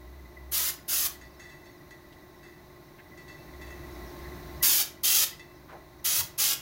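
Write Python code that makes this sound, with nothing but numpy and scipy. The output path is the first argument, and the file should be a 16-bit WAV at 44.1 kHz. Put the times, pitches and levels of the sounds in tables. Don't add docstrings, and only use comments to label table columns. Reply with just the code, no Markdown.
import sys
import numpy as np
from scipy import signal
from scipy.fft import rfft, irfft, next_fast_len
from scipy.io import wavfile
from scipy.ndimage import uniform_filter1d, minimum_filter1d, map_coordinates

SR = 44100
rng = np.random.default_rng(int(sys.argv[2]) if len(sys.argv) > 2 else 0)


def generate_wav(signal):
    frames = np.transpose(np.atleast_2d(signal))
    scaled = np.clip(frames, -1, 1) * 32767
    pcm = np.round(scaled).astype(np.int16)
    wavfile.write(sys.argv[1], SR, pcm)


N = 291501
TIME = np.arange(N) / SR

# start, stop and opening time in seconds, hiss level in dB, sizzle and
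# splash in dB over the hiss, drift of the hiss and of the sizzle across the stroke in dB.
VALVE_PRESSES = [(0.513, 0.703, 0.016, -32, 7, -11, -5.5, -5),
                 (0.878, 1.069, 0.0088, -31.5, 6.5, -13, -1.5, -0.5),
                 (4.623, 4.82, 0.01, -27.5, 6, -14.5, 1, 0),
                 (5.032, 5.24, 0.0074, -25, 3.5, -16.5, -0.5, -1),
                 (6.042, 6.209, 0.004, -29.5, 4.5, -14, -2, 0.5),
                 (6.376, 6.535, 0.014, -27, 3, -14.5, -3.5, -6)]
# frequency in Hz, relative noise density in dB.
JET_SPECTRUM = [(1500, -34), (2400, -10.5), (3250, -4.5), (3900, -7), (5100, -2.5), (5500, -4),
                (6300, -1.5), (7000, -3), (7700, -7.5), (9400, -6), (10700, 1), (11500, 1.5), (13300, 0.5),
                (15600, 1)]
# frequency in Hz, relative noise density in dB.
SPLASH_SPECTRUM = [(150, -19), (400, -7.5), (800, -4), (1300, 1.5), (2200, 1), (2700, -17), (3400, -20)]
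# start in seconds, relative level in dB, roll decay time in seconds.
BALL_HITS = [(1.213, -52, 0.023), (1.396, -47.5, 0.055), (1.49, -52, 0.053), (1.655, -56, 0.022),
             (1.908, -51.5, 0.0087), (2.429, -52.5, 0.065), (3.174, -53, 0.024), (3.279, -51.5, 0.042),
             (3.614, -53, 0.028), (3.67, -59.5, 0.016), (3.704, -56, 0.019), (5.395, -50, 0.016)]
# frequency in Hz, relative level in dB, seconds to fall 60 dB.
CAN_MODES = [(1827, -10, 0.16), (1961, 0, 0.14), (2020, -3, 0.12), (2654, -7, 0.21), (3524, -7.5, 0.064),
             (4000, -12.5, 0.066), (4430, -13, 0.094), (4648, -9.5, 0.069), (5560, -19.5, 0.13),
             (6500, -12.5, 0.057), (6670, -25, 0.064), (7090, -40, .08), (9800, -21, 0.035)]
# start in seconds, level in dB, length in seconds, band centre in Hz, width in octaves.
PAINTER_RUBS = [(2.121, -55, 0.011, 3140, .9), (2.979, -52, 0.025, 1780, 0.67),
                (4.224, -60, 0.055, 1840, 0.22), (5.682, -50.5, 0.055, 1150, 1),
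                (5.714, -48, 0.062, 606, 1), (6.176, -48, 0.076, 93.5, 0.93),
                (6.196, -37.5, 0.019, 1010, 0.2)]
# frequency in Hz, relative noise density in dB.
AIR_SPECTRUM = [(25, -18), (54, -6), (75, -3), (102, -10), (145, -3.5), (224, -12.5), (352, -6),
                (493, -20.5), (600, -11.5), (927, -18.5), (1090, -16.5), (1250, -22.5), (2000, -21),
                (2800, -31), (3640, -41.5)]
# frequency in Hz, relative noise density in dB.
HISS_SPECTRUM = [(1500, -19), (2500, -21), (3100, -5.5), (3900, 7.5), (4900, -1.5), (6300, 0), (7500, -11),
                 (9500, -10.5), (11000, -3.5), (12500, -3.5), (14500, 2), (16000, 1)]
# frequency in Hz, level in dB, rate of phase wobble in Hz.
FAN_TONES = [(139, -68.5, 20), (306.5, -66, 4.3), (354.8, -59.5, 7), (388.4, -74.5, 5.5), (620, -70, 8),
             (884, -71, 4.4), (1061.5, -67.5, 2.9)]
# time in seconds, level in dB.
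SHAFT_SQUEALS = [(.376, -42), (1.161, -50.5), (3.132, -46.5), (3.355, -46.5), (3.545, -51), (4.62, -50),
                 (5.333, -47)]
# time in seconds, level in dB.
HUM_LEVELS = [(0, -50), (.14, -45.5), (.33, -53.5), (.47, -46), (.75, -60.5), (1.4, -56.5), (1.65, -79),
              (3.2, -82), (3.55, -53), (4.55, -57), (4.8, -62.5), (6.61, -69)]
# frequency in Hz, seconds to fall 60 dB.
SHOP_DECAY = [(200, 0.47), (1500, 0.41), (5000, 0.29), (10000, 0.23), (16000, 0.23)]


def spray(split_hz=8800, sputter_db=1.5, flutter_db=0.56, paint_build_s=0.0058, spit_db=4, spit_s=0.017):
    upper = lambda hz: 1 / (1 + (split_hz / (hz + 1)) ** 16)
    jet_gain = lambda hz: amp(along(JET_SPECTRUM, hz))
    hiss = noise(lambda hz: jet_gain(hz) * np.sqrt(1 - upper(hz)))
    sizzle = noise(lambda hz: jet_gain(hz) * np.sqrt(upper(hz)))
    splash = noise(lambda hz: amp(along(SPLASH_SPECTRUM, hz)))
    flow = amp(sputter_db * wobble(700) + flutter_db * wobble(45))
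    out = np.zeros(N)
    for start, stop, opening, db, sizzle_db, splash_db, hiss_drift_db, sizzle_drift_db in VALVE_PRESSES:
        stroke = np.interp(TIME, [start, stop], [-.5, .5])
        paint = 1 - np.exp(-np.maximum(TIME - start, 0) / paint_build_s)
        spit = amp(spit_db * np.exp(-np.abs(TIME - stop) / spit_s))
        jet = paint * amp(hiss_drift_db * stroke) * (hiss + amp(splash_db) * spit * splash)
        jet += amp(sizzle_db + sizzle_drift_db * stroke) * sizzle
        burst = amp(db) * flow * jet * gate(start, stop, rise=opening, fall=0.0057)
        for lag_ms in rng.uniform(1.293, 4, size=3):
            burst = panel_echo(burst, lag_ms)
        out += in_shop(burst, wet_db=-5.5)
    return out


def panel_echo(x, lag_ms, strength=0.3, sweep=0.13):
    lag_s = lag_ms / 1000 * (1 + sweep * wobble(6))
    reflection = np.interp(TIME - lag_s, TIME, x)
    return (x + strength * reflection) / np.hypot(1, strength)


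def mixing_ball(grain_db=6, scatter_db=1, scrape=0.25):
    t = np.arange(SR // 4) / SR
    rasp_band = signal.butter(2, [1500, 7000], "band", fs=SR, output="sos")
    out = np.zeros(N + SR)
    for start, db, roll_s in BALL_HITS:
        grains = rng.standard_normal(len(t)) * amp(grain_db * rng.standard_normal(len(t)))
        contact = grains * np.exp(-t / roll_s)
        ring = sum(amp(mode_db + rng.normal(0, scatter_db) - 60 * t / t60) * np.sin(2 * np.pi * hz * t)
                   for hz, mode_db, t60 in CAN_MODES)
        clink = unit(signal.fftconvolve(contact, ring)[:len(t)])
        rasp = unit(signal.sosfilt(rasp_band, contact))
        out[round(start * SR):][:len(t)] += amp(db - 7.5) * (clink + scrape * rasp)
    return in_shop(out[:N], wet_db=-4)


def painter_scuffs():
    out = np.zeros(N)
    for start, db, length, centre_hz, octaves in PAINTER_RUBS:
        rub = noise(lambda hz: 1 / (1 + (np.log2((hz + 1) / centre_hz) / octaves) ** 2) ** 1.85)
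        out += amp(db) * rub * gate(start, start + length, rise=0.0058, fall=0.0061)
    return in_shop(out, wet_db=-11)


def fan():
    air = amp(-53.5) * noise(lambda hz: amp(along(AIR_SPECTRUM, hz)))
    hiss = amp(-62) * noise(lambda hz: amp(along(HISS_SPECTRUM, hz)))
    tones = sum(amp(db) * np.sqrt(2) * np.sin(2 * np.pi * hz * TIME + 1.28 * wobble(wobble_hz))
                for hz, db, wobble_hz in FAN_TONES)
    return air + hiss + tones


def shaft_squeak(turns_per_s=16.743, level_db=-56.5, pitch_hz=1985, half_s=0.0094, sag_hz_per_s=-1800):
    times = np.arange(.0215, N / SR, 1 / turns_per_s)
    levels = level_db + 0.5 * rng.standard_normal(len(times))
    events = list(zip(times, levels)) + SHAFT_SQUEALS
    chirps = glides([(s, db, pitch_hz + rng.normal(0, 15), half_s, sag_hz_per_s) for s, db in events])
    slip = 1 + 0.51 * wobble(160)
    return in_shop(chirps * slip, wet_db=-10)


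def hum(pitch_hz=65, waver_hz=2.38):
    phase = 2 * np.pi * np.cumsum(pitch_hz + waver_hz * wobble(11)) / SR
    level_db = np.interp(TIME, *np.transpose(HUM_LEVELS)) + 0.85 * wobble(9.1)
    return amp(level_db) * np.sqrt(2) * np.sin(phase)


def far_birds(level_db=-70, pitch_hz=5200, count=160, half_s=0.009, slope_hz_per_s=40000):
    times = rng.uniform(1, N / SR, count)
    calls = [(s, level_db + 2.9 * size, pitch_hz * np.exp(0.14 * pitch), half_s, slope_hz_per_s * bend)
             for s, (size, pitch, bend) in zip(times, rng.standard_normal((count, 3)))]
    return in_shop(glides(calls), wet_db=-2)


def in_shop(x, wet_db):
    hz, t, spectra = signal.stft(rng.standard_normal(SR // 3), SR, nperseg=256)
    decay = amp(-60 * t / along(SHOP_DECAY, hz)[:, None])
    tail = signal.istft(spectra * decay, SR, nperseg=256)[1]
    response = np.concatenate([[1], np.zeros(SR // 500), amp(wet_db) * tail / np.linalg.norm(tail)])
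    return signal.oaconvolve(x, response / np.linalg.norm(response))[:N]


def gain_control(x, lift_db=8, ceiling_db=-32, hold_s=1.926, recover_s=1, duck_s=0.051):
    follow = lambda v, s: signal.lfilter([1 / (s * SR)], [1, 1 / (s * SR) - 1], v)
    level_db = 10 * np.log10(follow(x ** 2, .005) + 1e-12)
    hold, ramp = int(hold_s * SR), int(recover_s * SR)
    headroom_db = np.clip(ceiling_db - level_db, 0, lift_db)
    allowed_db = minimum_filter1d(headroom_db, hold, mode="constant", origin=(hold - 1) // 2)
    rising_db = uniform_filter1d(allowed_db, ramp, mode="constant", origin=(ramp - 1) // 2)
    return x * amp(np.minimum(rising_db, follow(allowed_db, duck_s)))


def glides(rows):
    t = np.arange(-SR // 16, SR // 16) / SR
    out = np.zeros(N + SR)
    for centre_s, db, hz, half_s, slope in rows:
        phase = 2 * np.pi * (hz * t + slope * t ** 2 / 2 + rng.random())
        out[round(centre_s * SR):][:len(t)] += amp(db) * np.exp(-(t / half_s) ** 2) * np.sin(phase)
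    return out[len(t) // 2:][:N]


def amp(db):
    return 10 ** (np.asarray(db) / 20)


def unit(x):
    return x / np.sqrt(np.mean(x ** 2) + 1e-20)


def along(points, hz):
    knots_hz, values = np.transpose(points)
    return np.interp(np.log(hz + 1), np.log(knots_hz), values)


def wobble(rate):
    return map_coordinates(rng.standard_normal(int(N * rate / SR) + 4), [TIME * rate])


def filtered(x, response):
    size = next_fast_len(N + SR // 4)
    return irfft(rfft(x, size) * response(np.fft.rfftfreq(size, 1 / SR)), size)[:N]


def noise(response):
    return unit(filtered(rng.standard_normal(N), response))


def gate(start, stop, rise, fall):
    attack = 1 - np.exp(-np.maximum(TIME - start, 0) / rise)
    return attack * np.exp(-np.maximum(TIME - stop, 0) / fall)


def scene():
    return (spray() + mixing_ball() + painter_scuffs() + fan() + shaft_squeak() + far_birds() + hum())[None]


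def record(dry):
    top_hz = 15850
    band_limit = lambda hz: (1 - np.tanh((hz - top_hz) / 60)) / 2
    return filtered(gain_control(dry[0]), band_limit)[None]


dry = scene()
out = record(dry)
generate_wav(out)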